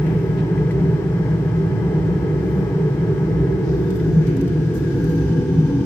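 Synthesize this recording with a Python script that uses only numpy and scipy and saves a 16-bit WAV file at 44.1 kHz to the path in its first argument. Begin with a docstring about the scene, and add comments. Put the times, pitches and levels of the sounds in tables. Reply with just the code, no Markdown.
"""A home-made oil stove burns with forced air in a workshop. Its turbulent flame makes the flue rumble,
the drum throb and hum, and the burner chamber roar. We listen from a hand-held camera that starts behind
the stove, near the whining blower, and moves round to the open fire door, where the oil sizzles and a low
note sings. Fingers tick and brush lightly on the camera, and small metal parts tink."""
import sys
import numpy as np
from scipy.fft import rfft, irfft, next_fast_len
from scipy.io import wavfile
from scipy.ndimage import uniform_filter1d, map_coordinates

SR = 44100
rng = np.random.default_rng(int(sys.argv[2]) if len(sys.argv) > 2 else 0)


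def master(y):
    """Save y as 16-bit WAV."""
    cut = np.clip(np.atleast_2d(y).T, -1, 1)
    pcm = np.round(cut * 32767)  # scale
    wavfile.write(sys.argv[1], SR, pcm.astype(np.int16))


N = 257984
TIME = np.arange(N) / SR


def amp(db):
    """Turn decibels into a gain."""
    return 10 ** (np.asarray(db) / 20)

def unit(x):
    """Scale x to an average (rms) level of 1."""
    return x / np.sqrt(np.mean(x ** 2) + 1e-20)

def along(points, hz):
    """Read between rows of (Hz, value) on a log frequency scale."""
    freqs, values = np.transpose(points)
    return np.interp(np.log(hz + 1), np.log(freqs + 1), values)

def curves(rows):
    """Join rows of (seconds, values) into one curve for each value column."""
    times, *columns = np.transpose(rows)
    return [np.interp(TIME, times, column) for column in columns]

def wobble(rate):
    """A smooth curve through rate random points a second."""
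    return map_coordinates(rng.standard_normal(int(N * rate / SR) + 4), [TIME * rate])

def swell(middle, half):
    """A smooth rise and fall, 1 at its middle."""
    return np.exp(-((TIME - middle) / half) ** 2)

def filtered(x, response):
    """Give each frequency in x the gain response(hz)."""
    size = next_fast_len(N + 8192, True)
    return irfft(rfft(x, size) * response(np.fft.rfftfreq(size, 1 / SR)), size)[..., :N]

def tilted(x, db_per_octave):
    """Make x brighter or duller, at level 1."""
    octaves = np.log2(np.fft.rfftfreq(x.shape[1]) + 1e-4)
    return unit(irfft(rfft(x) * amp(db_per_octave * octaves), x.shape[1]))

def even(x, span):
    """Even out swells slower than span seconds."""
    size = max(int(span * SR), 1)
    power = uniform_filter1d(uniform_filter1d(np.mean(x ** 2, 0), size), size)
    return unit(x / np.sqrt(np.abs(power) + 1e-6))

# How alike left and right are. 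Each row: frequency in Hz, likeness (1 means the same).
LIKENESS = [(60, 1), (160, 0.98), (300, 0.75), (450, 1), (700, 0.69), (1300, 0.58), (2500, 0.32),
            (5000, 0.063), (12000, 0.073)]
def turbulence():
    """White stereo noise, alike in the bass and unrelated in the treble."""
    def mid_and_side(hz):
        angle = np.arccos(np.clip(along(LIKENESS, hz), -.995, .995)) / 2
        return np.array([np.cos(angle), np.sin(angle)])
    mid, side = filtered(rng.standard_normal((2, N)), mid_and_side)
    return np.array([mid + side, mid - side])

def rush(spectrum):
    """Turbulence with a broad tone colour, at level 1."""
    return unit(filtered(turbulence(), lambda hz: amp(along(spectrum, hz))))

def resonate(modes, door):
    """Turbulence rings in resonances, heard from behind (door = 0) round to the fire door (door = 1)."""
    def response(hz):
        centre, width, *levels = np.transpose(modes)
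        detune = (hz - centre[:, None] ** 2 / (hz + 1)) / width[:, None]
        shape = 1 / (1 + detune ** 2 / 3)
        return np.sqrt(amp(levels) ** 2 @ shape ** 3)[:, None]
    behind, beside, front = filtered(turbulence(), response)
    back, forth = np.clip(1 - 2 * door, 0, 1), np.clip(2 * door - 1, 0, 1)
    return unit(back * behind + (1 - back - forth) * beside + forth * front)

# Resonances of the flue, the drum and the burner chamber. Each row: pitch in Hz, width in Hz,
# then relative level in dB behind the stove, beside it and at the door.
FLUE_MODES = [(64.4, 15.4, -5.5, -2.5, -10), (90, 15, -16, -15.5, -9.5)]
DRUM_MODES = [(111.7, 11.6, -5, -7, -2), (136.2, 21, -3, -4, -2), (159.7, 21, -6.5, 0, -0.5),
              (183.6, 14.2, -3.5, -8.5, -16), (216, 75, -22.5, -20.5, -11.5)]
CHAMBER_MODES = [(285, 23.6, -5, -2.5, -6.5), (318, 16, -3.5, -1, -2.5), (344.5, 44, -5, -4.5, 2.5),
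                 (388.6, 17.4, 1.5, -2, 2.5), (431.2, 27.4, -1.5, -4, -15.5), (476.4, 34.8, -8, -12, -2)]
# The draught drifts slowly. Each row: time in seconds, rumble level in dB, roar level in dB.
DRAUGHT_LEVELS = [(0, -33, -26), (.8, -33.5, -25.5), (1.6, -32.5, -28), (2.3, -29, -25), (2.9, -35.5, -26),
                  (3.7, -29, -25.5), (4.8, -32.5, -25.5), (5.1, -29.5, -24.5), (5.85, -32, -28)]
# The flame surges or sags. Each row: middle in seconds, half length in seconds,
# change of the hum in dB (the throb takes a share of it), change of the rumble in dB.
FLAME_SURGES = [(0.586, 0.069, 2.5, 2), (0.849, 0.15, 4.5, 4), (1.004, 0.045, -7.5, -3),
                (1.758, 0.056, 5.5, -7.5), (2.56, 0.035, 4.5, 5.5), (3.405, .07, 2, 5.5),
                (0.13, 0.028, 2.5, 11), (4.172, 0.04, 8, 1.5), (4.32, 0.09, 1.5, -1),
                (5.227, 0.04, -4.5, 7), (5.414, 0.022, 7, 2.5), (5.59, 0.039, 7.5, 1)]
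PUFF_S = .11  # puffs shorter than this flutter freely
def fire(door, throb_db=-21, surge_share=.6):
    """The flame rumbles in the flue, throbs in the drum and roars in the burner chamber."""
    rumble_db, roar_db = curves(DRAUGHT_LEVELS)
    rumble_db += sum(db * swell(s, half) for s, half, _, db in FLAME_SURGES)
    surge_db = sum(db * swell(s, half) for s, half, db, _ in FLAME_SURGES)
    rumble = amp(rumble_db) * even(resonate(FLUE_MODES, door), span=.16)
    throb = amp(throb_db + surge_share * surge_db) * even(resonate(DRUM_MODES, door), span=PUFF_S)
    roar = amp(roar_db) * even(resonate(CHAMBER_MODES, door), span=.75)
    return rumble + throb + roar

def drum_hum(door, hz=159.5, level_db=-25.2, wander_rad=.9, waver_db=1.45, front_db=1.0):
    """The flame locks on to the drum's main resonance: a wavering hum that follows the surges."""
    phase = 2 * np.pi * hz * TIME + wander_rad * wobble(12)
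    surge_db = sum(db * swell(s, half) for s, half, db, _ in FLAME_SURGES)
    waver = unit(amp(waver_db * wobble(16)))
    return np.sqrt(2) * amp(level_db + surge_db + front_db * door) * waver * np.sin(phase)

# Resonances of the pipework. Each row reads like a row of FLUE_MODES.
PIPE_MODES = [(601, 91, -4, -5.5, -22.5), (692, 54, -8, -6, -15), (789, 65, -4.5, -12, -5.5),
              (859, 60, 0, -7.5, -6), (949, 80, -4, -10.5, -9), (1134, 37, -6.5, -15.5, -8.5),
              (1505, 120, -18.5, -11, -13), (1645, 87, -6.5, -8.5, -10.5), (2050, 69, -10.5, -22, -33),
              (3110, 140, -20, -29.5, -28.5)]
# The colour of rushing air. Each row: frequency in Hz, relative level in dB.
AIR_COLOUR = [(30, -8), (200, -13), (700, -4), (1100, -6), (1900, -4.5), (2300, -9), (2700, -13.5),
              (3500, -18), (5700, -20.5), (6600, -25), (8400, -26), (9200, -34), (12500, -33.5),
              (15700, -35.5)]
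def forced_air(door, pipes_db=-41, air_db=-43, shadow_db=-11, pipes_shadow_db=-1.5, flutter_db=1.0):
    """Air rushes through the pipework; the drum shades its hiss from the front."""
    flutter = amp(flutter_db * wobble(15))
    pipes = amp(pipes_db + pipes_shadow_db * door ** 2) * resonate(PIPE_MODES, door)
    hiss = amp(air_db + shadow_db * door) * rush(AIR_COLOUR)
    return flutter * pipes + hiss

# The fan's tones. Each row: pitch in Hz, level in dB before shading, phase wander in radians.
FAN_TONES = [(394, -40, 0.37), (621.4, -50.5, 0.53), (849, -58, 0.74), (1100, -65, 1.7), (1282, -49.5, 1),
             (3200, -67, 1.8), (4020, -73, 1.3)]
def blower(door, shadow_db=-17, buzz_hz=119.98, buzz_peak=45, buzz_db=-66.5, fall_db=6.5):
    """The fan whines and the motor buzzes thinly; both fade as the drum gets in the way."""
    # The buzz lies on multiples of twice the mains frequency, strongest at multiple buzz_peak.
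    buzz = [((buzz_peak + k) * buzz_hz, buzz_db - fall_db * np.log2(1 + abs(k)), .4)
            for k in range(-4, 5)]
    whine = np.zeros((2, N))
    for hz, db, wander in list(FAN_TONES) + buzz:
        stereo_phase = np.arccos(np.clip(along(LIKENESS, hz), -1, 1)) * np.array([[.5], [-.5]])
        gain = np.sqrt(2) * amp(db + 1.5 * wobble(8))
        whine += gain * np.sin(2 * np.pi * hz * TIME + wander * wobble(12) + stereo_phase)
    return whine * amp(shadow_db * door)

# Narrow notes of the hot chamber and burner ring. Each row: pitch in Hz, width in Hz,
# level in dB where loudest, that place on the way round (0 to 1), spread to each side of it.
BEAMED_NOTES = [(387.3, 14, -26, 0.23, 0.092), (351.3, 15, -27.5, 0.42, 0.17), (880, 32, -46, .89, 0.16),
                (1611, 18, -46.5, 0.75, 0.16), (1666, 32, -53.5, .68, 0.16)]
def stove_notes(door):
    """Each resonance beams its note one way, and the camera passes through one beam after another."""
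    out, flow = np.zeros((2, N)), turbulence()
    for centre, width, db, facing, spread in BEAMED_NOTES:
        ring = filtered(flow, lambda hz: 1 / (1 + ((hz - centre) / width) ** 2))
        beam = np.exp(-((door - facing) / spread) ** 2)
        out += amp(db) * beam * even(ring, span=PUFF_S)
    return out

# Faint hand movements. Each row: start in seconds, level in dB, length in seconds,
# band centre in Hz, band width in octaves.
HAND_RUSTLES = [(.005, -46.5, 0.16, 2000, 0.59), (0.368, -47.5, 0.038, 2400, 0.82),
                (3.62, -54.5, 0.14, 4640, 0.47), (4.215, -46, 0.15, 1850, 0.61)]
def rustles():
    """Each small move of the hand is a soft swell of noise in one band."""
    out = np.zeros((2, N))
    for start, db, length, centre, octaves in HAND_RUSTLES:
        noise = rng.standard_normal((2, N))
        band = filtered(noise, lambda hz: np.exp(-np.log2((hz + 1) / centre) ** 2 / octaves ** 2))
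        age = 2 * np.maximum(TIME - start, 0) / length
        out += amp(db) * age * np.exp(1 - age) * unit(band)
    return out

# The colour of skin rubbing the case. Each row: frequency in Hz, relative level in dB.
SKIN_COLOUR = [(500, -33), (3000, 2), (6000, 2.5), (8500, -2), (9800, -8.5), (12500, -1), (15700, -13)]
# The palm slides. Each row: middle in seconds, half length in seconds, level in dB.
PALM_STROKES = [(.05, 0.33, -64), (2.531, .13, -62.5), (3.951, 0.27, -61), (5.071, 0.22, -60)]
# Fingers touch. Each row: start in seconds, level in dB, length in seconds, brightness in dB per octave.
FINGER_TOUCHES = [(0.261, -60, 0.0037, 0.5), (0.709, -50.5, 0.013, -3.5), (1.57, -61.5, 0.012, 2),
                  (3.903, -45, 0.006, -2), (3.95, -53.5, 0.018, 8.5), (4.263, -49, 0.022, -2),
                  (4.366, -47.5, 0.008, -0.5), (4.41, -43, 0.0056, 1.5), (4.477, -46.5, 0.0054, 0.5),
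                  (4.735, -48.5, 0.04, 5.5), (5.043, -43.5, 0.0015, 6), (5.09, -56.5, 0.029, 9.5),
                  (5.156, -56.5, 0.0045, 5.5)]
def handling(grain_db=4.0, catches_per_s=3000):
    """Skin catches on the camera's case in short grainy scuffs and slides softly over it."""
    skin = rush(SKIN_COLOUR) * amp(grain_db * wobble(catches_per_s))
    strokes = sum(amp(db) * swell(s, half) for s, half, db in PALM_STROKES)
    out = strokes * tilted(skin, db_per_octave=6)
    t = TIME[:SR // 4]
    for start, db, length, brightness in FINGER_TOUCHES:
        span = slice(round(start * SR), round(start * SR) + len(t))
        age = 2 * t / length
        out[:, span] += amp(db) * age * np.exp(1 - age) * tilted(skin[:, span], brightness)
    return out

# Taps of small metal parts. Each row: start in seconds, level in dB.
METAL_TAPS = [(.066, -40), (.578, -39.5), (.708, -36), (3.998, -41.5)]
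# How the parts ring. Each row: pitch in Hz, relative level in dB, seconds to fade by 60 dB.
METAL_MODES = [(2000, 6, 0.033), (2130, -12, .03), (3220, -13, 0.045)]
def tinks(attack_s=.00033, crack_db=-6, crack_s=.04, crack_octaves=1.7):
    """Each light tap on metal gives a dry crack and a short, high ring."""
    out = np.zeros(N)
    t = TIME[:SR // 5]
    band = lambda hz: 1 / (1 + (np.log2((hz + 1) / METAL_MODES[0][0]) / crack_octaves) ** 2) ** 2
    crack = unit(filtered(rng.standard_normal(N), band))
    crack_fade = amp(crack_db - 60 * t / crack_s)
    ring = sum(amp(db - 60 * t / fade_s) * np.sin(2 * np.pi * hz * t) for hz, db, fade_s in METAL_MODES)
    attack = 1 - np.exp(-t / attack_s)
    for start, db in METAL_TAPS:
        span = slice(round(start * SR), round(start * SR) + len(t))
        out[span] += amp(db) * attack * (ring + crack_fade * crack[span])
    return out

# The colour of sizzling oil. 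Each row: frequency in Hz, relative level in dB.
OIL_COLOUR = [(600, -14.5), (1000, 5), (1300, 8), (2300, 4.5), (2600, 4.5), (3600, -2.5), (4100, 1),
              (4700, -2), (6100, -2), (6700, -6.5), (8400, -11.5), (9300, -15), (12000, -15),
              (15700, -21.5)]
# High resonances of the firebox. Each row: pitch in Hz, level in dB against the plain sizzle.
FIREBOX_MODES = [(3080, -1), (3560, -0.5), (4700, -2), (5150, -5.5), (6050, -2.5), (7100, -3.5), (8250, -2)]
def sizzle(door, level_db=-47.5, in_view=.81, retreat_db=-3.5, width_hz=130, drift_db=5.0):
    """Oil boils on the hot burner plate and the firebox rings with it, loudest where door = in_view."""
    flicker_db = .7 * wobble(60)
    past_opening = np.clip((door - in_view) / (1 - in_view), 0, 1)
    hiss = amp(level_db + flicker_db + retreat_db * past_opening) * rush(OIL_COLOUR)
    ring = np.zeros((2, N))
    for centre, db in FIREBOX_MODES:
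        gain = amp(db + drift_db * wobble(4.3))
        ring += gain * filtered(hiss, lambda hz: 1 / (1 + ((hz - centre) / width_hz) ** 4))
    return np.clip(door / in_view, 0, 1) * (hiss + ring)

# The burner's low note. Each row: time in seconds, pitch in Hz, level in dB.
BURNER_NOTE = [(4.15, 277, -56), (4.39, 280, -22.5), (4.52, 279, -44), (4.95, 273, -34.5), (5.14, 280, -26),
               (5.27, 268, -32.5), (5.48, 265, -28), (5.72, 281, -25)]
def burner_tone(wander_rad=.91, waver_db=3.0):
    """Near the fire door the roar settles on one low, wavering note."""
    hz, db = curves(BURNER_NOTE)
    phase = 2 * np.pi * np.cumsum(hz) / SR + wander_rad * wobble(20)
    return np.sqrt(2) * amp(db + waver_db * wobble(15)) * np.sin(phase)

# The way round the stove. Each row: time in seconds, place (0 behind, 0.5 beside, 1 at the fire door).
CAMERA_PATH = [(0, 0.11), (3.1, 0.15), (3.35, 0.15), (3.7, 0.21), (4.15, 0.53), (4.5, 0.55), (4.68, 0.62),
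               (5.05, 0.76), (5.3, 0.84), (5.85, 0.91)]
# Stereo balance behind the stove and at the door. Each row: frequency in Hz, left minus right in dB.
BALANCE_BEHIND = [(90, -2), (200, 1), (380, -2), (700, 4.5), (1290, 4.5), (2400, 3.5), (8000, 3.5),
                  (15000, 9.5)]
BALANCE_AT_DOOR = [(90, -1.5), (200, 1.5), (380, 0), (1290, 5), (4400, -1.5), (8000, -3.5), (15000, 2.5)]
def scene():
    """All sources together, leaning left or right as the camera goes round the stove."""
    door = np.clip(curves(CAMERA_PATH)[0], 0, 1)
    sound = fire(door) + drum_hum(door) + burner_tone() + forced_air(door) + blower(door)
    sound += sizzle(door) + stove_notes(door) + handling() + rustles() + tinks()
    def lean(balance):
        return filtered(sound, lambda hz: amp(along(balance, hz) * np.array([[.5], [-.5]])))
    return (1 - door) * lean(BALANCE_BEHIND) + door * lean(BALANCE_AT_DOOR)

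def record(dry):
    """The left microphone hears a little before the right, and the highest treble is cut off."""
    lead_s, top_hz = 4 / SR, 15750
    sides = np.array([[1], [-1]])
    return filtered(dry, lambda hz: (hz < top_hz) * np.exp(1j * np.pi * hz * lead_s * sides))


dry = scene()
out = record(dry)
master(out)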